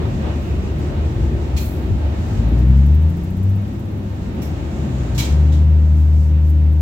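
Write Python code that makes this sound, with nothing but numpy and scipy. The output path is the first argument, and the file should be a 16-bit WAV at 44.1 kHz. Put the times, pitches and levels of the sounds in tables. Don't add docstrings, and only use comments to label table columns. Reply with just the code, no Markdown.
import sys
import numpy as np
from scipy import signal
from scipy.fft import rfft, irfft, next_fast_len
from scipy.io import wavfile
from scipy.ndimage import uniform_filter1d, minimum_filter1d, map_coordinates

SR = 44100
rng = np.random.default_rng(int(sys.argv[2]) if len(sys.argv) > 2 else 0)


def unload_wav(signal):
    wavfile.write(
        sys.argv[1],
        SR,
        np.round(np.clip(np.atleast_2d(signal).T, -1, 1) * 32767).astype(np.int16),
    )


N = 300321


# [t/s, firing rate f/Hz]
ENGINE_SPEED = [(0, 50.13), (2.25, 48.87), (2.45, 55.4), (2.72, 65.35), (3.19, 86.65), (3.44, 96.16),
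                (3.7, 101.6), (4.0, 99.3), (4.3, 94.05), (4.6, 75), (5.15, 58.47), (5.31, 73.5),
                (5.6, 77.4), (5.85, 76.6), (6.8, 76.64)]
# [t/s, level/dB against full load]
ENGINE_LOAD = [(0, -33), (1.9, -34.5), (2.24, -17), (2.36, 0), (3.55, 0.5), (3.7, -10.5), (4.3, -14),
               (4.7, -28.5), (5.15, -10.5), (5.26, -27.5), (5.32, -7), (5.7, 0.5), (6.8, 1)]
# [f/Hz, level/dB]
CABIN_PASSAGE = [(45, -29.5), (53, -21), (66, -8), (76, -6.5), (82, -7.5), (88, -23), (92, -22), (98, -8.5),
                 (110, -18), (131, -6.5), (153, -12), (183, -14.5), (205, -15)]
# [harmonic f/Hz, level/dB against the octave]
FLOOR_RESONANCE = [(140, -11.5), (190, -8.5), (222, -8), (240, -21), (270, -16.5)]
# [multiple of the cycle rate, level/dB against the octave]
WEAK_ORDERS = [(9, -13), (10, -6.5), (14, -16.5), (15, -14.5), (21, -16.5), (24, -14.5), (30, -20.5)]
# [f/Hz, level/dB]
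TRIM_DAMPING = [(110, -0.5), (200, -.5), (255, -3), (305, 1.5), (335, -10.5), (420, -12)]
CYLINDERS = 6
OCTAVE_DB, OCTAVE_LOAD_SHARE = -9.5, 0.54
STRAIN_DB, STRAIN_HZ_PER_S = 1, 32

# [t/s, level/dB]
BOOM_LEVEL = [(0, -21), (2.1, -21), (2.5, -22), (4.6, -24.5), (6.8, -23)]
# [t/s, level/dB]
TRACK_JOLTS = [(.55, -19), (1.03, -16.5), (1.24, -15), (1.35, -18.5), (1.56, -17), (1.92, -14.5),
               (2.06, -16.5), (3.22, -18.5), (5.15, -24)]
JOLT_HALF_S = 0.054
# [f/Hz, level/dB]
BOOM_SHAPE = [(15, -56.5), (25, -34.5), (35, -22.5), (50, -16.5), (66, -6.5), (76, -2), (84, -7.5),
              (94, -15.5), (125, -15.5), (160, -22), (250, -90.5)]

# [t/s, level/dB]
ROLLING_LEVEL = [(0, 0.84), (1.7, -0.6), (2.4, 0.3), (3.3, 0.4), (4.9, .3), (5.6, -0.3), (6.8, -1)]
# [t/s, half length/s, panel rumble change level/dB, wheel roar change level/dB]
ROUGH_PATCHES = [(0.014, .08, 2.5, 6.5), (0.271, 0.06, -0.5, 5.5), (0.98, .1, -1.5, 2.5),
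                 (1.454, .1, 1, 0.5), (2.056, 0.045, -4, 3.5), (2.48, 0.13, 3.5, 2.5), (3.875, 0.2, 4.5, 2),
                 (4.378, 0.046, 3.5, 1), (5.272, .05, 2, 1.5)]
RAIL_PATCH_SHARE = 0.52
PANEL_DB, ROAR_DB, RAIL_DB, HIGH_DB, FINE_DB = -26.5, -37.5, -42, -53.5, -68
# [f/Hz, level/dB]
PANEL_SHAPE = [(70, -22.5), (98, -6.5), (122, 0.5), (160, -2), (200, -2), (235, -1.5), (280, -7.5),
               (310, -6), (345, -8), (400, -11), (460, -20.5), (700, -64.5)]
# [f/Hz, level/dB]
ROAR_SHAPE = [(300, -29.5), (450, -1.5), (530, 2), (660, 1.5), (780, -2), (900, -3.5), (1050, -8.5),
              (1400, -15.5), (3000, -66)]
# [f/Hz, level/dB]
RAIL_SHAPE = [(700, -3), (1200, 2.5), (1800, 1.5), (2250, -1), (2600, -2), (3000, -3.5), (3900, -6.5),
              (4700, -14), (8000, -32), (16000, -64.5)]
# [f/Hz, level/dB]
HIGH_SHAPE = [(3000, -14.5), (4600, 1.5), (6000, 2), (7400, 1.5), (8300, -2.5), (9000, -17), (10300, -22.5),
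              (15800, -21.5)]
# [f/Hz, level/dB]
FINE_SHAPE = [(7000, -21.5), (9000, -1), (10500, -2), (12300, 3.5), (15800, 2.5)]

# [t/s, jet level/dB before a 1.5 dB cut, jet t60/s, fizz level/dB, fizz hold/s,
# fizz t60/s, level/dB of each pipe resonance against the jet, first pipe f/Hz, second pipe f/Hz]
VALVE_PUFFS = [(1.564, -30, 0.41, -38.5, 0.1, 0.55, -7, 2460, 4224),
               (4.416, -38, 0.27, -38, .01, 0.27, -6, 2280, 5586),
               (5.145, -39, 0.52, -48.5, 0.027, 0.81, -8.5, 4186, 7250),
               (5.177, -21.5, 0.43, -30.5, 0.014, .24, -9.5, 2310, 4063),
               (5.52, -37, .35, -51, 0.013, 0.25, -8, 3450, 3830)]
# [f/Hz, level/dB]
JET_SHAPE = [(600, -28), (950, 3), (1300, -6.5), (1950, -4.5), (2350, -4), (2900, 0), (3500, 1.5),
             (4250, -2), (4800, -2.5), (5700, -0.5), (7800, -4), (8900, -13), (12000, -34)]
# [f/Hz, level/dB]
FIZZ_SHAPE = [(4000, -35.5), (7500, -7.5), (9500, -9), (11000, -2.5), (12500, 1), (15000, -0.5),
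              (16000, -2.5)]

# [t/s, tick level/dB before the attack]
FITTING_SHAKE = [(2.45, -47), (2.7, -41.5), (3.25, -37.5), (3.48, -36), (3.8, -45.5), (4.35, -49.5)]
# [t/s, level/dB before the attack]
STRAY_TICKS = [(.785, -46), (6.495, -33.5), (6.722, -39.5)]
# [f/Hz, level/dB]
TICK_SHAPE = [(3000, -43), (6000, -13.5), (8000, -9.5), (10500, -14.5), (11400, -6.5), (12100, -0.5),
              (13000, -6.5), (14000, -6), (15500, -3.5)]
TICK_SYNC_S, TICK_SCATTER_DB = 2.941, 2

# [t/s, level/dB]
PANEL_DRUMMING = [(0, -35), (2.1, -36.5), (2.7, -48), (4.1, -45), (4.4, -38), (5.15, -47.5), (5.29, -32.5),
                  (5.38, -52), (6.8, -57.5)]
# [start t/s,
# f/Hz, level/dB]
MACHINE_HUM = [(0, 312, -41.5), (0, 648, -61), (5.0, 533, -46), (5.0, 921, -53.5)]
# [t/s, half length/s, high hiss level/dB, finest hiss level/dB]
SOFT_SWISHES = [(.45, 0.058, -65.5, -58), (0.866, 0.066, -64.5, -66), (2.3, .15, -53.5, -58.5),
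                (3.251, .12, -54, -57), (5.993, .07, -51.5, -52), (6.22, 0.12, -49, -53),
                (6.476, 0.034, -52, -50)]
SING_S, SING_HALF_S, SING_DB = .5, .4, -49.5
LEAK_S, LEAK_HALF_S, LEAK_DB = 4.95, .42, -55.5

# [f/Hz, left-right correlation]
STEREO_LIKENESS = [(60, 1), (125, 0.92), (250, 0.91), (500, 0.48), (1000, -0.21), (2000, -0.053),
                   (4000, -0.14), (12000, 0.047)]
# [f/Hz, left minus right level/dB]
STEREO_BALANCE = [(60, 1.8), (200, 1), (400, 0), (1200, 0.5), (2400, -3), (4400, -4), (7000, 0), (10000, 9),
                  (14000, 3.5)]

THRESHOLD_DB, MAX_CUT_DB = -14.5, 6
METER_S, HOLD_S, GLIDE_S = 0.035, 0.43, 0.29
SELF_NOISE_DB, TOP_HZ = -61, 15900


def amp(db):
    return 10 ** (np.asarray(db) / 20)


def unit(x):
    return x / np.sqrt(np.mean(x ** 2) + 1e-20)


def along(points, hz):
    f, v = np.transpose(points)
    return np.interp(np.log(hz + 1), np.log(f), v)


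def curves(rows):
    s, *cols = np.transpose(rows)
    return [np.interp(np.arange(N) / SR, s, c) for c in cols]


def wobble(rate):
    knots = rng.standard_normal(int(N * rate / SR) + 4)
    return map_coordinates(knots, [np.arange(N) * rate / SR])


def swell(s, half_s):
    return np.exp(-((np.arange(N) / SR - s) / half_s) ** 2)


def filtered(x, response):
    m = next_fast_len(N + SR // 2)
    return irfft(rfft(x, m) * response(np.fft.rfftfreq(m, 1 / SR)), m)[..., :N]


def panned(x, left_db):
    return x * amp(left_db * np.array([[.5], [-.5]]))


def cabin_noise(shape, ripple_db=1.5):
    ripple = rng.standard_normal(SR // 60)
    ripple_hz = np.linspace(0, SR / 2, len(ripple))

    def mid_side(hz):
        rough_db = ripple_db * np.minimum(hz / 600, 1) * np.interp(hz, ripple_hz, ripple)
        turn = np.arccos(np.clip(along(STEREO_LIKENESS, hz), -1, 1)) / 2
        return amp(along(shape, hz) + rough_db) * [np.cos(turn), np.sin(turn)]

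    mid, side = filtered(rng.standard_normal((2, N)), mid_side)
    stereo = np.array([mid + side, mid - side])
    return unit(filtered(stereo, lambda hz: panned(1, along(STEREO_BALANCE, hz))))


def resonance(hz, width_hz):
    def ring_twice(f):
        return (1j * f * width_hz / (hz * hz - f * f + 1j * f * width_hz)) ** 2

    return unit(filtered(rng.standard_normal((2, N)), ring_twice))


def engine_cycles():
    return np.cumsum(curves(ENGINE_SPEED)[0]) / SR / CYLINDERS


def engine():
    hz, load_db = curves(ENGINE_SPEED)[0], curves(ENGINE_LOAD)[0]
    rise_hz_per_s = uniform_filter1d(np.gradient(hz) * SR, size=SR // 10)
    strain = np.clip(rise_hz_per_s / STRAIN_HZ_PER_S, 0, 1)
    firing_db = load_db + along(CABIN_PASSAGE, hz)
    octave_db = OCTAVE_DB + OCTAVE_LOAD_SHARE * load_db + STRAIN_DB * strain
    octave_db += along(CABIN_PASSAGE, 2 * hz)
    third_db = octave_db + along(FLOOR_RESONANCE, 3 * hz)
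    cycle = 2 * np.pi * engine_cycles()
    phase = CYLINDERS * cycle
    drone = amp(firing_db + .25 * wobble(12)) * np.sin(phase)
    drone += amp(octave_db + .8 * wobble(10)) * np.sin(2 * phase)
    drone += amp(third_db + 1.5 * wobble(6)) * np.sin(3 * phase)
    for multiple, db in WEAK_ORDERS:
        waver_db, drift = 2 * wobble(5), .35 * wobble(6)
        trim_db = along(TRIM_DAMPING, multiple * hz / CYLINDERS)
        tone = np.sin(round(multiple) * cycle + drift + rng.uniform(0, 2 * np.pi))
        drone += amp(octave_db + db + trim_db + waver_db) * tone
    return panned(np.sqrt(2) * drone, left_db=2.1)


def boom():
    ring = cabin_noise(BOOM_SHAPE)
    ring_rms = np.sqrt(np.abs(uniform_filter1d(np.mean(ring ** 2, axis=0), size=SR // 12)))
    steady_power = amp(curves(BOOM_LEVEL)[0]) ** 2
    jolt_power = sum((amp(db) * swell(s, JOLT_HALF_S)) ** 2 for s, db in TRACK_JOLTS)
    evened_ring = ring / (ring_rms + 0.013)
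    return np.sqrt(steady_power + jolt_power) * evened_ring


def rolling():
    panel_rise = sum(db * swell(s, half_s) for s, half_s, db, _ in ROUGH_PATCHES)
    roar_rise = sum(db * swell(s, half_s) for s, half_s, _, db in ROUGH_PATCHES)
    roughness = wobble(12)
    rail_db = RAIL_DB + RAIL_PATCH_SHARE * roar_rise + 0.55 * roughness
    panels = amp(PANEL_DB + panel_rise + 0.78 * wobble(7.6)) * cabin_noise(PANEL_SHAPE)
    roar = amp(ROAR_DB + roar_rise + 0.48 * roughness) * cabin_noise(ROAR_SHAPE)
    rails = amp(rail_db) * cabin_noise(RAIL_SHAPE)
    high = amp(HIGH_DB + 1.4 * wobble(12)) * cabin_noise(HIGH_SHAPE)
    fine = amp(FINE_DB + 1.5 * wobble(9)) * cabin_noise(FINE_SHAPE)
    return amp(curves(ROLLING_LEVEL)[0]) * (panels + roar + rails + high + fine)


def air_valves(attack_s=0.0036):
    jet_noise = cabin_noise(JET_SHAPE)
    fizz_noise = panned(cabin_noise(FIZZ_SHAPE), left_db=-3.5)
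    out = np.zeros((2, N))
    for s, jet_db, jet_t60, fizz_db, hold, fizz_t60, pipe_db, *pipe_hz in VALVE_PUFFS:
        t = np.maximum(np.arange(N) / SR - s, 0)
        pipe = panned(sum(resonance(hz, width_hz=260) for hz in pipe_hz), left_db=-6.5)
        jet = amp(jet_db - 1.5 - 60 * t / jet_t60) * (jet_noise + amp(pipe_db) * pipe)
        fizz = amp(fizz_db - 60 * np.maximum(t - hold, 0) / fizz_t60) * fizz_noise
        opening = 1 - np.exp(-t / attack_s)
        out += opening * (jet + fizz)
    return out * amp(0.78 * wobble(110))


def fitting(attack_s=0.0021, t60_s=0.088):
    cycles = engine_cycles()
    cycles_from_sync = cycles - cycles[round(TICK_SYNC_S * SR)]
    times = np.flatnonzero(np.diff(np.floor(cycles_from_sync))) / SR
    shake_s, shake_db = np.transpose(FITTING_SHAKE)
    ticks = list(STRAY_TICKS)
    for s in times:
        if shake_s[0] < s < shake_s[-1]:
            scatter_db = TICK_SCATTER_DB * rng.standard_normal()
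            ticks.append((s, np.interp(s, shake_s, shake_db) + scatter_db))
    level = np.zeros(N + SR)
    t = np.arange(SR // 4) / SR
    for s, db in ticks:
        level[round(s * SR):][:len(t)] += amp(db - 60 * t / t60_s) * (1 - np.exp(-t / attack_s))
    return panned(level[:N] * cabin_noise(TICK_SHAPE), left_db=-1.5)


def wall_panel():
    drum = panned(resonance(hz=349.5, width_hz=95)[0], left_db=1.0)
    return amp(curves(PANEL_DRUMMING)[0] + 3.2 * wobble(7)) * drum


def machinery():
    t = np.arange(N) / SR
    hum = np.zeros(N)
    for start, hz, db in MACHINE_HUM:
        fade_in = np.clip((t - start) / 0.29, 0, 1)
        tone = np.sin(2 * np.pi * hz * t + .9 * wobble(14))
        hum += fade_in * amp(db + 2.2 * wobble(4)) * tone
    return np.sqrt(2) * hum


def swishes():
    high, fine = cabin_noise(HIGH_SHAPE), cabin_noise(FINE_SHAPE)
    out = np.zeros((2, N))
    for s, half_s, high_db, fine_db in SOFT_SWISHES:
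        out += swell(s, half_s) * (amp(high_db) * high + amp(fine_db) * fine)
    return out


def wheel_song():
    level = amp(SING_DB + wobble(16)) * swell(SING_S, SING_HALF_S)
    return panned(level * resonance(hz=2590, width_hz=610), left_db=-1)


def thin_hiss():
    level = amp(LEAK_DB + 1.2 * wobble(11)) * swell(LEAK_S, LEAK_HALF_S)
    return level * resonance(hz=6850, width_hz=1600)


def scene():
    main = engine() + boom() + rolling() + air_valves() + fitting()
    background = wall_panel() + machinery() + swishes() + wheel_song() + thin_hiss()
    return main + background


def gain_control(x):
    def lag(v, s):
        return signal.lfilter([1 / (s * SR)], [1, 1 / (s * SR) - 1], v)

    level_db = 10 * np.log10(lag(np.mean(x ** 2, axis=0), METER_S) + 1e-12)
    wanted_db = np.clip(THRESHOLD_DB - level_db, -MAX_CUT_DB, 0)
    hold = int(HOLD_S * SR)
    held_db = minimum_filter1d(wanted_db, size=hold, origin=(hold - 1) // 2, mode="nearest")
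    return amp(lag(held_db, GLIDE_S))


def record(dry):
    self_noise = amp(SELF_NOISE_DB) * cabin_noise(FINE_SHAPE)
    sound = dry * gain_control(dry) + self_noise
    return filtered(sound, lambda hz: hz < TOP_HZ)


dry = scene()
out = record(dry)
unload_wav(out)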